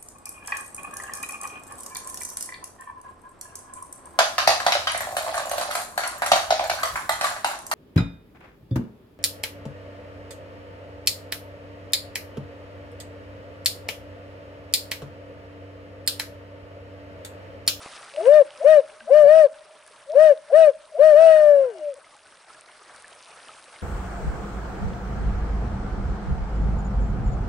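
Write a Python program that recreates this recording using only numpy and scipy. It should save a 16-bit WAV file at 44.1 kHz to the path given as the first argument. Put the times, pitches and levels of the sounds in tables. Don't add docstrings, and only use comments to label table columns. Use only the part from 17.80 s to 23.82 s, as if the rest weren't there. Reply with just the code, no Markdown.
import sys
import numpy as np
from scipy import signal
from scipy.fft import rfft, irfft, next_fast_len
from scipy.io import wavfile
from scipy.ndimage import uniform_filter1d

SR = 44100
rng = np.random.default_rng(int(sys.argv[2]) if len(sys.argv) > 2 else 0)


def pcm_store(signal):
    levels = np.round(np.clip(np.atleast_2d(signal), -1, 1) * 32767)
    wavfile.write(sys.argv[1], SR, levels.astype(np.int16).T)


def level_to_linear(level):
    exponent = np.asarray(level, float) / 20
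    return 10 ** exponent


N = 265482

# leaves_foot_s, top_s, back_at_foot_s, top_hz
HOOT_ARCHES = [
    (0.457, 0.561, 0.643, 612),
    (0.838, 0.906, 1.029, 631),
    (1.297, 1.374, 1.512, 610),
    (1.422, 1.576, 1.69, 641),
    (2.342, 2.435, 2.557, 634),
    (2.718, 2.791, 2.933, 651),
    (3.183, 3.256, 3.401, 629),
    (3.308, 3.439, 3.625, 655),
]
# place (-1 rising foot, 0 top, 1 falling foot), level_db
ARCH_LOUDNESS = [(-1.15, -60), (-.85, -16.5), (-.66, -9.6), (-.3, -10.7), (.62, -9.5), (.72, -13.5),
                 (.79, -21), (.9, -47), (1.0, -64)]
# time_s, pitch_hz, level_db, air_db
GLIDES = [
    [(0.39, 329, -52.5, -62), (0.42, 387.7, -35.5, -61), (0.45, 450.7, -27, -60), (0.467, 492, -16, -51.5),
     (0.487, 551, -7, -58.5)],
    [(3.462, 650, -8.5, -46), (3.605, 610, -14.5, -56.5), (3.701, 586, -11, -62), (3.74, 571.3, -13, -68),
     (3.832, 535.5, -18.5, -67.5), (3.9, 468, -31.5, -73), (3.925, 414, -42.5, -72.5),
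     (3.992, 345.5, -50, -65), (4.039, 286, -65, -72)],
]
# start_s, end_s, from_hz, to_hz, level_db
CHIRPS = [
    (0.337, 0.371, 545, 592, -37),
    (0.357, 0.428, 567, 690, -22),
    (0.799, 0.843, 509.2, 733, -24.5),
    (1.268, 1.305, 546, 775, -26.5),
    (2.277, 2.352, 528.7, 706.6, -26),
    (2.694, 2.723, 587.5, 719.5, -27.5),
    (3.116, 3.138, 620, 652, -41.5),
    (3.135, 3.189, 521, 728, -27),
    (3.941, 3.985, 674, 621, -37.5),
    (4.154, 4.195, 600, 529, -43),
]
# time_s, pitch_hz, level_db
AFTERNOTE = [(3.991, 624, -42), (4.033, 601, -30), (4.087, 577, -26), (4.119, 552, -33.5),
             (4.149, 476, -47)]
# start_s, end_s, from_hz, to_hz, level_db
MURMURS = [(1.415, 1.5, 712, 710, -27), (1.42, 1.495, 146, 136, -46), (1.2, 1.285, 232, 225, -55),
           (1.115, 1.16, 400, 480, -56), (.64, .675, 380, 280, -54), (1.94, 1.985, 450, 420, -60),
           (.4, .42, 2550, 2650, -50), (3.835, 3.855, 1420, 1370, -43), (3.44, 3.52, 835, 830, -42),
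           (3.43, 3.53, 1485, 1480, -44), (3.43, 3.5, 2135, 2125, -50), (3.85, 3.97, 1560, 1540, -56),
           (3.895, 3.93, 700, 720, -46)]
# overtone_hz, left_db, right_db
THROAT = [(700, -8.5, -20), (958, -14.5, -39.5), (1150, -37, -49.5), (1205, -25, -40.5),
          (1610, -34.5, -49.5), (1863, -19.5, -38), (1960, -36.5, -39.5), (2200, -37.5, -51),
          (2690, -37, -41), (2750, -43, -44), (3050, -44, -56.5), (3460, -54, -56.5), (3740, -44, -52),
          (4240, -58, -56.5), (5200, -56.5, -60.5)]
# centre_hz, width_hz, level_db, left_over_right_db
AIR = [(615, 190, 13.5, 9.5), (835.5, 30, -6.5, 18), (1560, 330, 2, 14), (2150, 680, -0.5, 18.5),
       (2884, 45, 1.5, 3.5), (3040, 1400, -1.5, 7), (4360, 45, -8.5, 4.5), (5330, 2100, -1, 3),
       (8800, 2000, -0.5, -3), (238, 360, -8, -0.5)]
# freq_hz, density_db (per Hz)
STREAM_COLOUR = [(20, -13.5), (60, -17), (245, -13), (370, -8), (480, -4), (640, -5.5), (1270, 0),
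                 (1800, -4), (2950, -11), (6000, -14), (7060, -18.5), (9200, -9), (10600, -16.5),
                 (11600, -29.5)]
# freq_hz, likeness (0 to 1)
STREAM_LIKENESS = [(60, 0.7), (170, 0.94), (490, 0.83), (1410, 0.82), (4060, 0.5), (11600, 0.72)]
# time_s, peak_db, pitch_hz
PLOPS = [(1.097, -43.5, 1560), (1.207, -34.5, 1570), (2.064, -46.5, 1710), (2.237, -52, 1090),
         (2.336, -37, 922), (3.088, -48.5, 1058), (4.244, -42, 2100), (4.268, -43, 1262), (4.351, -45, 830),
         (4.703, -39.5, 1310), (4.747, -41, 1660), (4.886, -42, 1439), (5.146, -39.5, 1520),
         (5.244, -34, 1730), (5.334, -46, 1000), (5.479, -56, 1250), (5.692, -33.5, 1283),
         (5.747, -54, 1714), (5.961, -39, 2150)]
# time_s, peak_db, pitch_hz
TICKS = [(0.2433, -30, 8950), (0.3623, -23, 2820), (0.4559, -25.5, 2860), (0.6539, -55, 3300),
         (0.706, -29, 3050), (0.7758, -32, 5200), (1.2047, -32, 2750), (1.787, -39, 3350),
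         (2.065, -32, 8830), (2.077, -28, 10170), (2.299, -35, 3570), (2.3197, -31.5, 5330),
         (2.576, -35.5, 3668), (3.031, -58, 3440), (3.9849, -35.5, 5367), (4.141, -28, 9120),
         (4.366, -36, 7640), (4.7358, -34, 4945), (4.8099, -27.5, 8850), (5.1622, -28, 8600),
         (5.2235, -29, 9350), (5.2809, -29, 8900), (5.329, -33, 3050), (5.4264, -31.5, 6030),
         (5.4465, -37, 4850), (5.6846, -29, 3040), (5.8417, -35, 4370), (5.9618, -36.5, 3010)]
# time_s, peak_db, pitch_hz
KNOCK = (.0612, -24, 700)
# time_s, rise_db
SURGES = [
    (4.7, 4.5),
    (5.17, 1.4),
    (0.85, 3),
]

FOOT_HZ = 470
ROUND_UP, ROUND_DOWN = 0.82, 0.95
LET_GO_PLACE, LET_GO_HZ = 0.74, 250.7
SLUR_DB = -10.5
CATCH_HZ, CATCH_WIDTH_HZ, CATCH_DB_PER_HZ = 604, 15, 0.11
AIR_TOP_DB, AIR_TOP_HZ, AIR_DB_PER_HZ = -48, 658.6, 0.13
CHIRP_ATTACK, CHIRP_RELEASE = 0.37, 0.22
CHIRP_EDGE_DB, CHIRP_DIP_DB = -22, -5
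GAIN_FULL_DB, GAIN_LOW_DB = -46, -56.5
GAIN_SINK_S, GAIN_BACK_DB_PER_S = 0.32, 3.5
SURGE_RISE_S, SURGE_FALL_S = 0.04, 0.12
RUSTLE_DB, RUSTLE_HOLD_S, RUSTLE_DB_PER_S, RUSTLE_REST_DB = -53, 0.14, 70.5, -75.5
LIMIT_DB, TOP_HZ = -2.0, 11750


def owl():
    hz, phase, (level, air_gain) = voice(hoots())
    level = np.sqrt(2) * level * level_to_linear(0.8)
    effort = np.abs(air_gain) / level_to_linear(-57.0)
    out = hoot_tone(hz, phase, level, effort) + breath(phase, level, air_gain)
    _, phase, (level,) = voice(chirps())
    out += panned(np.sqrt(2) * level * np.sin(phase), 5.0)
    return out + murmurs()


def hoot_tone(hz, phase, level, effort):
    lean_db = 5.0 + 4.8 * np.clip(level / 0.4, 0, 1)
    late = np.interp(hz, [570, 650], [0.1, 0.45])
    out = panned(level, lean_db) * np.sin([phase - late, phase])
    for k in range(2, 9):
        shiver = 0.15 * (k - 2) ** 1.5 * drift(50)
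        strength = level_to_linear([at_hz(THROAT, k * hz, axis=1), at_hz(THROAT, k * hz, axis=2)])
        push = effort ** (0.15 * (k - 2) + 0.11)
        waver = level_to_linear((0.67 + 0.6 * k) * drift(25))
        shift = np.array([[0], [1.6 * (k > 2)]])
        out += level * strength * push * waver * np.sin(k * phase + shift + shiver)
    cavity = np.exp(-((7 * hz - 4300) / 60) ** 2)
    return out + level * level_to_linear(-43.0) * cavity * np.sin(7 * phase)


def breath(phase, level, air_gain):
    out = np.zeros((2, N))
    puffs = 1 + 0.12 * np.cos(phase)
    for centre_hz, width_hz, db, pan_db in AIR:
        r, w = np.exp(-np.pi * width_hz / SR), 2 * np.pi * centre_hz / SR
        b, a = [1, 0, -1], [1, -2 * r * np.cos(w), r * r]
        white = rng.standard_normal((3, N))
        shared = (0.5 + centre_hz / 9000 + 150 / centre_hz) * white[0]
        band = signal.lfilter(b, a, shared + 0.93 * white[1:])
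        band = rms_one(signal.lfilter(b, a, band))
        with_tone = level_to_linear(-52.0) * np.sqrt(np.abs(level)) * (centre_hz < 2000)
        gain = (air_gain + with_tone) * level_to_linear(db + 2.0 * drift(45))
        out += panned(gain * puffs, pan_db) * band
    return out


def murmurs():
    out = np.zeros((2, N))
    for start, end, from_hz, to_hz, db in MURMURS:
        at, t = round(start * SR), np.arange(round((end - start) * SR)) / SR
        mean_hz = from_hz + (to_hz - from_hz) * t / (2 * t[-1])
        tone = np.hanning(len(t)) ** 0.5 * np.sin(2 * np.pi * mean_hz * t)
        out[:, at:at + len(t)] += panned(level_to_linear(db) * tone, 10.0)
    return out


def hoots():
    s = np.arange(0, N / SR, 0.002)
    start, top, end, top_hz = np.transpose(HOOT_ARCHES)[:, :, None]
    place = np.where(s < top, (s - top) / (top - start), (s - top) / (end - top))
    place = np.clip(place, -1.5, 1.5)
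    round_share = np.where(place < 0, ROUND_UP, ROUND_DOWN)
    drop = round_share * place ** 2 + (1 - round_share) * np.abs(place) ** 5
    arch_hz = top_hz - (top_hz - FOOT_HZ) * drop
    arch_hz -= LET_GO_HZ * np.maximum(place - LET_GO_PLACE, 0)
    catch_db = (place > 0) * CATCH_DB_PER_HZ * np.maximum(top_hz - CATCH_HZ, 0)
    catch_db = catch_db * np.exp(-((arch_hz - CATCH_HZ) / CATCH_WIDTH_HZ) ** 2)
    arch_db = np.interp(place, *np.transpose(ARCH_LOUDNESS), left=-99, right=-99) - catch_db
    hz, level_db = arch_hz.max(axis=0), arch_db.max(axis=0)
    slurred = (np.abs(place) < 0.85).sum(axis=0) > 1
    level_db = np.where(slurred, SLUR_DB, level_db)
    rows = np.transpose([s, hz, level_db, AIR_TOP_DB + AIR_DB_PER_HZ * (hz - AIR_TOP_HZ)])
    for glide in GLIDES:
        times, *columns = np.transpose(glide)
        inside = (s >= times[0]) & (s < times[-1])
        rows[inside, 1:] = np.transpose([np.interp(s[inside], times, c) for c in columns])
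    rows = rows[(rows[:, 2] > -90) & (s < GLIDES[-1][-1][0])]
    return np.split(rows, np.flatnonzero(np.diff(rows[:, 0]) > 0.003) + 1)


def chirps():
    middle = (1 + CHIRP_ATTACK - CHIRP_RELEASE) / 2
    share = np.array([0, CHIRP_ATTACK, middle, 1 - CHIRP_RELEASE, 1])
    shape_db = np.array([CHIRP_EDGE_DB, 0, CHIRP_DIP_DB, 0, CHIRP_EDGE_DB])
    rows = [np.transpose([start + (end - start) * share, from_hz + (to_hz - from_hz) * share, db + shape_db])
            for start, end, from_hz, to_hz, db in CHIRPS]
    return rows[:-1] + [np.array(AFTERNOTE)] + rows[-1:]


def voice(notes, fade_s=0.019):
    rows = np.concatenate(notes)
    sounding = sum(in_time([n[0][0] - fade_s, n[0][0], n[-1][0], n[-1][0] + fade_s], [0, 1, 1, 0])
                   for n in notes)
    sounding = np.minimum(sounding, 1)
    hz = uniform_filter1d(in_time(rows[:, 0], rows[:, 1]), size=700)
    gains = [uniform_filter1d(sounding * level_to_linear(in_time(rows[:, 0], c)), size=130) for c in rows[:, 2:].T]
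    return hz, 2 * np.pi * np.cumsum(hz) / SR, gains


def woods(x):
    t = np.arange(2 * SR) / SR
    white = rng.standard_normal((3, len(t)))
    fall = level_to_linear(-51.5 - 60 * t / 0.28) + level_to_linear(-77.5 - 60 * t / 2.2)
    onset = np.clip(t / 0.03, 0, 1) ** 2
    tail = fall * onset * (0.81 * white[0] + 0.5 * white[1:])
    x = x + 0.88 * signal.sosfilt(signal.butter(1, [595, 640], "band", fs=SR, output="sos"), x)
    return signal.fftconvolve(x[None], tail, axes=1)[:, :N]


def stream():
    flow = rush(patchy_db=3.5, crackle_db=-4) + level_to_linear(-9.5) * grains(360, 560, 2200, 25.0, 3.7)
    flow += level_to_linear(-14.0) * grains(60, 590, 670, 30.0, 3.3)
    ticks = drops(TICKS, 20.0, -6.0) + drops(TICKS, 3.0, -5.0)
    ticks = signal.sosfilt(signal.butter(2, 900, "high", fs=SR, output="sos"), ticks)
    knock = drops([KNOCK], 2.5, 0) + drops([(KNOCK[0], KNOCK[1], 2100)], 8.0, -9)
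    return recorder_gain() * flow + drops(PLOPS, 52.0, -0.88) + ticks + knock


def rush(patchy_db, crackle_db):
    out, together = 0, drift(8)
    edges = 22 * 2 ** np.arange(0, 9.2, 1 / 3)
    white = rng.standard_normal((2, 2, N))
    for k, (low, high) in enumerate(zip(edges, edges[1:])):
        mid, side = signal.sosfilt(signal.butter(2, [low, high], "band", fs=SR, output="sos"), white[k % 2])
        alike = np.clip(at_hz(STREAM_LIKENESS, np.sqrt(low * high)) + 0.073, 0, 1)
        flicker = 0.45 * together + drift(40)
        gain = level_to_linear(patchy_db * (800 / max(low, 800)) ** 0.22 * flicker)
        out = out + gain * (np.sqrt(1 + alike) * mid + np.sqrt(1 - alike) * side * [[1], [-1]])
    out = rms_one(out) + level_to_linear(crackle_db) * grains(600, 2580, 13000, 9.4, 3.9)
    colour = level_to_linear(at_hz(STREAM_COLOUR, np.linspace(1, SR / 2, N // 2 + 1)))
    return rms_one(irfft(rfft(out) * colour, N))


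def grains(per_s, low_hz, high_hz, cycles, spread_db):
    sizes = level_to_linear(spread_db * np.minimum(rng.exponential(1, N), 3.5)) * rng.choice([-1, 1], N)
    born = rng.random(N) < per_s * level_to_linear(3.0 * drift(8)) / SR
    dealt = rng.integers(0, 16, N)
    rings = sum(ring(sizes * born * (dealt == k), hz, cycles / hz)
                for k, hz in enumerate(np.geomspace(low_hz, high_hz, 16)))
    return rms_one(signal.sosfilt(signal.butter(4, 0.85 * low_hz, "high", fs=SR, output="sos"), rings))


def drops(rows, cycles, db):
    out = np.zeros(N)
    click = np.arange(4000) == 0
    for s, peak_db, hz in rows:
        at = round(s * SR)
        out[at:at + 4000] += ring(level_to_linear(peak_db + db) * click, hz, cycles / hz)[:N - at]
    return out


def recorder_gain():
    step_s = 0.01
    s = np.arange(0, N / SR + step_s, step_s)
    loud = np.any([(s > start) & (s < end) for start, _, end, _ in HOOT_ARCHES], axis=0)
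    loud = loud | ((s > GLIDES[1][0][0]) & (s < GLIDES[1][4][0]))
    db = [GAIN_FULL_DB]
    for pulled in loud[1:]:
        if pulled:
            db.append(db[-1] + (GAIN_LOW_DB - db[-1]) * step_s / GAIN_SINK_S)
        else:
            db.append(min(db[-1] + step_s * GAIN_BACK_DB_PER_S, GAIN_FULL_DB))
    swell = sum(rise_db * np.interp(s, [at - SURGE_RISE_S, at, at + SURGE_FALL_S], [0, 1, 0])
                for at, rise_db in SURGES)
    return level_to_linear(in_time(s, db + swell))


def leaves():
    white = rng.standard_normal((3, N))
    bright = signal.butter(2, [1500, 6500], "band", fs=SR, output="sos")
    hiss = signal.sosfilt(bright, white[0] + 0.4 * white[1:])
    breeze = signal.sosfilt(signal.butter(2, [30, 110], "band", fs=SR, output="sos"), white[1:])
    settling_s = np.maximum(np.arange(N) / SR - RUSTLE_HOLD_S, 0)
    rustle_db = np.maximum(RUSTLE_DB - RUSTLE_DB_PER_S * settling_s, RUSTLE_REST_DB)
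    rustle = rms_one(hiss) * level_to_linear(rustle_db + 4.0 * drift(27))
    return rustle + rms_one(breeze) * level_to_linear(-81.0 + 2.9 * drift(4))


def in_time(s, values):
    return np.interp(np.arange(N) / SR, s, values)


def at_hz(points, hz, axis=1):
    points = np.array(points)
    return np.interp(np.log(hz), np.log(points[:, 0]), points[:, axis])


def rms_one(x):
    return x / np.sqrt(np.mean(x ** 2) + 1e-20)


def drift(rate):
    r = np.exp(-80 * np.pi * rate / SR)
    slow = signal.lfilter([1], [1, -2 * r, r * r], rng.standard_normal(N // 40 + 2002))[2000:]
    return np.interp(np.arange(N) / 40, np.arange(len(slow)), rms_one(slow))


def ring(clicks, hz, t60):
    r, w = level_to_linear(-60 / (t60 * SR)), 2 * np.pi * hz / SR
    return signal.lfilter([0, np.sin(w)], [1, -2 * r * np.cos(w), r * r], clicks + 1e-18)


def panned(x, db):
    left = 2 / (1 + level_to_linear(-db))
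    return np.array([x * left, x * (2 - left)])


def scene():
    call = signal.sosfilt(signal.butter(2, 70, "high", fs=SR, output="sos"), owl())
    thrown = signal.sosfilt(signal.butter(2, 620, "high", fs=SR, output="sos"), call.mean(axis=0))
    return call + woods(thrown) + stream() + leaves()


def top_cut(x):
    return signal.sosfilt(signal.butter(12, 12230, fs=SR, output="sos"), x)


def record(dry):
    envelope = np.abs(signal.hilbert(dry[0], next_fast_len(N))[:N])
    size = uniform_filter1d(envelope, size=130)
    held = dry / (1 + (size / level_to_linear(LIMIT_DB)) ** 6) ** (1 / 6)
    steep = signal.cheby2(20, 80, TOP_HZ, fs=SR, output="sos")
    return top_cut(signal.sosfilt(steep, held))


dry = scene()
out = record(dry)
pcm_store(out)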